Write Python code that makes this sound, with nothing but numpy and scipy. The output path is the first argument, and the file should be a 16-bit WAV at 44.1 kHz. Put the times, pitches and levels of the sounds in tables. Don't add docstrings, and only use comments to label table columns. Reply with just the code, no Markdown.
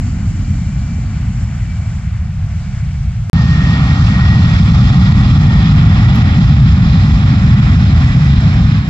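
import sys
import numpy as np
from scipy import signal
from scipy.fft import rfft, irfft, next_fast_len
from scipy.io import wavfile
from scipy.ndimage import uniform_filter1d, minimum_filter1d, map_coordinates

SR = 44100
rng = np.random.default_rng(int(sys.argv[2]) if len(sys.argv) > 2 else 0)


def put_to_file(sound):
    columns = np.atleast_2d(sound).T
    safe = np.clip(columns, -1, 1)
    whole_steps = np.round(safe * 32767)
    wavfile.write(sys.argv[1], SR, whole_steps.astype(np.int16))


N = 392049
GAP_START_S, GAP_END_S = 3.2982, 3.3315

# time in seconds, then low rumble, upper rumble, roar and the roar's
# treble lift, all in dB.
NEAR_LEVELS = [(3.33, -8, -29.5, -28.5, 0.16), (3.7, -9.5, -24, -25.5, 0), (4.6, -4.5, -25, -26, 0.42),
               (5.5, -6, -21.5, -25, -1.5), (6.2, -5.5, -21, -25, -1.3), (6.6, -4.5, -26, -28, 0.17),
               (7.6, -7, -22, -26.5, -0.42), (8.75, -6.5, -26.5, -27.5, 0.13), (8.84, -16.5, -26, -31.5, 0),
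               (8.89, -14, -20.5, -28.5, 0)]
# frequency in Hz, relative density in dB.
NEAR_RUMBLE_SPECTRUM = [(12, -48), (20, -30.5), (59, -1.5), (92, 0), (147, -1), (217, -9.5), (390, -37),
                        (450, -46), (580, -65.5), (990, -120)]
# frequency in Hz, relative density in dB.
NEAR_ROAR_SPECTRA = [(430, -3), (780, -1.7), (860, -6.5), (1080, 1), (1340, -2.5), (1640, -1.5),
                     (2710, -10), (2970, -4), (5510, -13.5), (5640, -17), (7020, -25.5), (7880, -25),
                     (8660, -53.5), (8790, -52.5)], [(430, -6.5), (600, -6.5), (780, 2.5), (1080, -4.5),
                     (1290, -1), (1420, 2), (1590, 2.5), (3490, -6), (5510, -11.5), (5940, -23),
                     (6240, -15.5), (6930, -21), (7490, -21), (8790, -58.5)]
# frequency in Hz, phase lead of the left port in radians.
NEAR_PHASE = [(0, 0), (690, 0.3), (950, 1.5), (1210, 0.9), (1550, 2.7), (1890, 1.9), (2840, 9.4),
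              (4130, 12.6), (5080, 19.0), (5860, 20.3), (6120, 19.5), (7060, 25.1), (7580, 26.1),
              (8010, 30.4)]
# frequency in Hz, coherence from 0 to 1.
NEAR_COHERENCE = [(300, .95), (500, .8), (750, .92), (1300, .84), (1700, .6), (2400, .66), (3400, .84),
                  (5000, .72), (6000, .5), (8000, .35)]
# centre in Hz, width in Hz, gain in dB.
NEAR_HAND_MODES = ([(805, 79, 5.5), (1170, 74, 4), (2230, 230, 5.5), (3680, 280, -1.5), (4340, 300, -0.5),
                   (7500, 300, -1.5)], [(800, 110, 1.5), (1340, 320, 5.5), (1590, 130, -13),
                   (2000, 230, -1), (2420, 170, -3.5), (3410, 200, 6), (4450, 250, 0.5), (4860, 220, 4.5),
                   (6440, 250, 3.5), (7640, 250, 3)])
# time in seconds, rms level in dB.
FIRST_FAN_LEVELS = [(3.33, -33), (3.56, -33), (3.6, -28), (3.75, -26), (3.81, -40), (3.92, -30),
                    (4.04, -38), (4.13, -28), (4.3, -29), (4.43, -35), (4.54, -26), (4.66, -42),
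                    (5.12, -29), (5.45, -44), (6.08, -33), (6.7, -45), (7.08, -35), (7.25, -44), (7.6, -36),
                    (7.8, -41), (8.15, -35), (8.5, -44), (8.89, -47)]
SECOND_FAN_LEVELS = [(3.33, -43), (3.65, -37), (3.9, -46), (4.25, -38), (4.6, -49), (5.35, -46),
                     (5.48, -29.5), (5.62, -33.5), (5.8, -48.5), (7.3, -44.5), (8.89, -49)]
def near_airliner(t):
    full_speed_hz, rise_hz, spool_s, second_speed_ratio = 1968, 120, 1.8, 0.954
    fan_hz = full_speed_hz - rise_hz * np.exp(-(t - GAP_END_S) / spool_s)
    low_db, upper_db, roar_db, treble_db = in_time(NEAR_LEVELS, t)
    jet = roar(t, NEAR_ROAR_SPECTRA, roar_db, treble_db, NEAR_COHERENCE, NEAR_PHASE,
               gust_db=-0.14, patch_db=0.77, low_hz=330, high_hz=8500)
    return (rumble(t, NEAR_RUMBLE_SPECTRUM, low_db, upper_db, lead_rad=0.31, pan_db=-1, split_hz=218.8)
            + howl(t, cupped_hand(t, jet, NEAR_HAND_MODES))
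            + fan(t, fan_hz, FIRST_FAN_LEVELS, lead_rad=1.9, pan_db=-1.5, scatter=0.35, spread_hz=22)
            + fan(t, second_speed_ratio * fan_hz, SECOND_FAN_LEVELS,
                  lead_rad=1.8, pan_db=5.5, scatter=0.94, spread_hz=50))


# time in seconds, then low rumble, upper rumble, roar and the roar's
# treble lift, all in dB.
FAR_LEVELS = [(0, -15, -26.5, -38.5, 0.5), (1, -16, -29, -38.5, -0.5), (1.8, -16.5, -35.5, -38.5, -0.5),
              (2.3, -16, -45, -41, -3), (2.7, -16, -44.5, -40, 0.5), (3.3, -15.5, -49, -42.5, -0.5)]
# frequency in Hz, relative density in dB.
FAR_RUMBLE_SPECTRUM = [(12, -37.5), (20, -23), (49, 0), (103, 2), (145, -3.5), (201, -5.5), (274, -19),
                       (351, -32.5), (450, -45.5), (580, -73.5), (990, -120)]
FAR_ROAR_SPECTRA = [(430, -7), (470, -8.5), (730, -0.8), (950, -6), (1510, -2.1), (1680, -4.5), (2150, -2),
                    (4870, -23), (5600, -12.5), (7670, -19.5), (8010, -22), (9390, -24.5), (10340, -34.5),
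                    (10380, -33)], [(430, -5.5), (470, -10.5), (730, -1), (990, -8), (1420, -5), (1720, -7),
                    (3960, -12), (4690, -9.5), (6240, -13.5), (7280, -13), (7880, -17), (8440, -30),
                    (10290, -48), (10380, -50)]
# frequency in Hz, phase lead of the left port in radians.
FAR_PHASE = [(0, 0), (1810, 0.9), (2840, -0.1), (3190, 0.4), (3620, -0.0), (3880, 0.9), (4130, 0.5),
             (4820, 2.6), (5250, 2.3), (6120, 2.6), (6370, 2.2), (6800, 2.7), (7490, 4.3), (8010, 4.6)]
# frequency in Hz, coherence from 0 to 1.
FAR_COHERENCE = [(300, .95), (500, .84), (750, .92), (1500, .8), (2500, .8), (4000, .62), (6000, .5),
                 (9000, .25)]
# centre in Hz, width in Hz, gain in dB.
FAR_HAND_MODES = [(3900, 300, 2), (7240, 200, -7)], [(1900, 200, -2.5), (2550, 180, -16), (3600, 400, -8.5),
                  (7150, 500, 8)]
# time in seconds, rms level in dB.
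FAR_FAN_LEVELS = [(0, -62), (.5, -52), (.85, -47.5), (1.3, -60), (1.45, -60), (1.7, -47), (2.1, -56),
                  (2.3, -67), (2.75, -53), (3.3, -67)]
def far_airliner(t):
    start_hz, sag_hz_per_s = 2365, 36
    fan_hz = start_hz - sag_hz_per_s * t
    low_db, upper_db, roar_db, treble_db = in_time(FAR_LEVELS, t)
    jet = roar(t, FAR_ROAR_SPECTRA, roar_db, treble_db, FAR_COHERENCE, FAR_PHASE,
               gust_db=0.23, patch_db=0.63, low_hz=328, high_hz=10300)
    return (rumble(t, FAR_RUMBLE_SPECTRUM, low_db, upper_db, lead_rad=0.12, pan_db=0.7, split_hz=183.3)
            + cupped_hand(t, jet, FAR_HAND_MODES)
            + fan(t, fan_hz, FAR_FAN_LEVELS, lead_rad=0.4, pan_db=6, scatter=0.6, spread_hz=25))


# frequency in Hz, coherence from 0 to 1.
RUMBLE_COHERENCE = [(25, 0.93), (60, 0.99), (125, 1), (250, 1), (450, 0.65)]
def rumble(t, spectrum, low_db, upper_db, lead_rad, pan_db, split_hz):
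    size = next_fast_len(len(t))
    hz, white = port_noise(size, RUMBLE_COHERENCE, [(20, 0.01), (400, lead_rad)])
    shaped = white * amp(at_hz(spectrum, hz))
    highpass = 1 / (1 + (split_hz / (hz + 1)) ** 8)
    low = irfft(shaped * (1 - highpass), size)[:, :len(t)]
    upper = irfft(shaped * highpass, size)[:, :len(t)]
    return amp(low_db) * rms_one(low) + amp(upper_db) * pan(pan_db) * rms_one(upper)


def roar(t, spectra, level_db, treble_db, coherence, phase, gust_db, patch_db, low_hz, high_hz):
    size = next_fast_len(len(t))
    hz, white = port_noise(size, coherence, phase)
    colour_db = [at_hz(port, hz) for port in spectra]
    shaped = white * amp(colour_db) / (1 + (low_hz / (hz + 1)) ** 4) * (hz < high_hz)
    rms = np.sqrt(np.mean(irfft(shaped, size) ** 2))
    half_octaves = np.clip(2 * np.log2((hz + 1) / 500), 0, 8)
    gust, patch_below = drift(14, len(t)), drift(7.6, len(t))
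    out = 0
    for k in range(9):
        band = irfft(shaped * np.clip(1 - abs(half_octaves - k), 0, 1), size)[:, :len(t)]
        patch = drift(6.4, len(t))
        flicker_db = gust_db * gust + patch_db * (patch + patch_below)
        treble_share = np.clip((k - 4) / 2, 0, 1)
        out = out + band * amp(level_db + treble_share * treble_db + flicker_db)
        patch_below = patch
    return out / rms


def fan(t, hz, levels, lead_rad, pan_db, scatter, spread_hz):
    level_db, = in_time(levels, t)
    path = 1 + scatter * (drift(spread_hz, len(t)) + 1j * drift(spread_hz, len(t)))
    wave = path / np.sqrt(1 + 2 * scatter ** 2) * np.exp(2j * np.pi * np.cumsum(hz) / SR)
    ports = np.real([wave, wave * np.exp(-1j * lead_rad)])
    return np.sqrt(2) * amp(level_db) * pan(pan_db) * ports


# time in seconds, gain in dB.
HOWL_GAIN = [(3.33, -1), (4.8, 0), (5.3, -1), (6.3, 3), (6.8, 0.5), (8.3, 0.5), (8.89, 1.5)]
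def howl(t, ports, centre_hz=770, half_width_hz=160):
    edges = [centre_hz - half_width_hz, centre_hz + half_width_hz]
    band = signal.sosfiltfilt(signal.butter(1, edges, "band", fs=SR, output="sos"), ports)
    gain_db, = in_time(HOWL_GAIN, t)
    return ports + (amp(gain_db) - 1) * band


# time in seconds, right port delay in ms, cupping from 0 to 1.
HAND_MOTION = [(0, 0, 1), (3.3, 0.0058, 0), (3.33, -0.023, 1), (5.5, 0.0058, 0.9), (8.89, 0.0076, 0)]
def cupped_hand(t, ports, modes):
    size = next_fast_len(len(t))
    hz = np.arange(size // 2 + 1) * SR / size
    gain_db = [sum(db * np.exp(-((hz - centre) / width) ** 2) for centre, width, db in port)
               for port in modes]
    coloured = irfft(rfft(ports, size) * amp(gain_db), size)[:, :len(t)]
    _, cupping = in_time(HAND_MOTION, t)
    return (1 - cupping) * ports + cupping * coloured


def turning_phone(t, ports):
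    left, right = ports
    delay_ms, _ = in_time(HAND_MOTION, t)
    return np.array([left, map_coordinates(right, [(t - delay_ms / 1000) * SR], order=3, mode="nearest")])


# start in seconds, peak in dB, pitch in Hz, width in Hz, pan in dB.
PHONE_TICKS = [(.984, -34, 480, 200, 0), (3.1192, -37, 6500, 2560, -8), (6.158, -29, 11800, 1800, 3),
               (6.158, -15, 900, 6000, -1), (6.1635, -41, 12000, 4000, -1), (8.407, -36, 7480, 900, -1.5),
               (8.541, -37, 7260, 900, -10)]
def ticks(length=512):
    out, t = np.zeros((2, N)), np.arange(length) / SR
    for start_s, peak_db, hz, width_hz, pan_db in PHONE_TICKS:
        start = round(start_s * SR)
        envelope = (2 * width_hz * t * np.exp(1 - 2 * width_hz * t)) ** 2
        out[:, start:start + length] += amp(peak_db) * pan(pan_db) * envelope * np.cos(2 * np.pi * hz * t)
    return out


def port_noise(size, coherence, phase):
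    hz = np.arange(size // 2 + 1) * SR / size
    shared, left, right = rfft(rng.standard_normal((3, size)))
    share = np.clip(at_hz(coherence, hz), 0, 1)
    lag = np.exp(-1j * np.interp(hz, *np.transpose(phase)))
    direct = np.array([shared, shared * lag])
    return hz, np.sqrt(share) * direct + np.sqrt(1 - share) * np.array([left, right])


def drift(rate_hz, size, step=32, settle=2000):
    pole = np.exp(-2 * np.pi * rate_hz * step / SR)
    noise = rng.standard_normal(size // step + settle + 2)
    slow = signal.lfilter([1], [1, -2 * pole, pole * pole], noise)[settle:]
    return np.interp(np.arange(size) / step, np.arange(len(slow)), rms_one(slow))


def amp(db):
    return 10 ** (np.asarray(db) / 20)


def pan(db):
    return amp([[db / 2], [-db / 2]])


def rms_one(x):
    return x / np.sqrt(np.mean(x ** 2) + 1e-20)


def in_time(rows, t):
    times, *columns = np.transpose(rows)
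    return [np.interp(t, times, column) for column in columns]


def at_hz(rows, hz):
    frequencies, values = np.transpose(rows)
    return np.interp(np.log(hz + 1), np.log(frequencies + 1), values)


def scene():
    t = np.arange(N) / SR
    change = round((GAP_START_S + GAP_END_S) / 2 * SR)
    airliners = np.hstack([far_airliner(t[:change]), near_airliner(t[change:])])
    return turning_phone(t, airliners) + ticks()


def record(dry):
    limit_db, attack_s, release_db_per_s, cutoff_hz = -0.25, 0.0031, 230, 15500
    t, span = np.arange(N) / SR, round(attack_s * SR)
    over_db = np.maximum(20 * np.log10(abs(dry).max(axis=0) + 1e-9) - limit_db, 0)
    held_db = np.maximum.accumulate(over_db + release_db_per_s * t) - release_db_per_s * t
    reduction_db = uniform_filter1d(-minimum_filter1d(-held_db, span), span)
    audible = (t < GAP_START_S) | (t > GAP_END_S)
    lowpass = signal.cheby2(12, 70, cutoff_hz, fs=SR, output="sos")
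    return np.clip(signal.sosfilt(lowpass, dry * amp(-reduction_db) * audible), -1, 1)


dry = scene()
out = record(dry)
put_to_file(out)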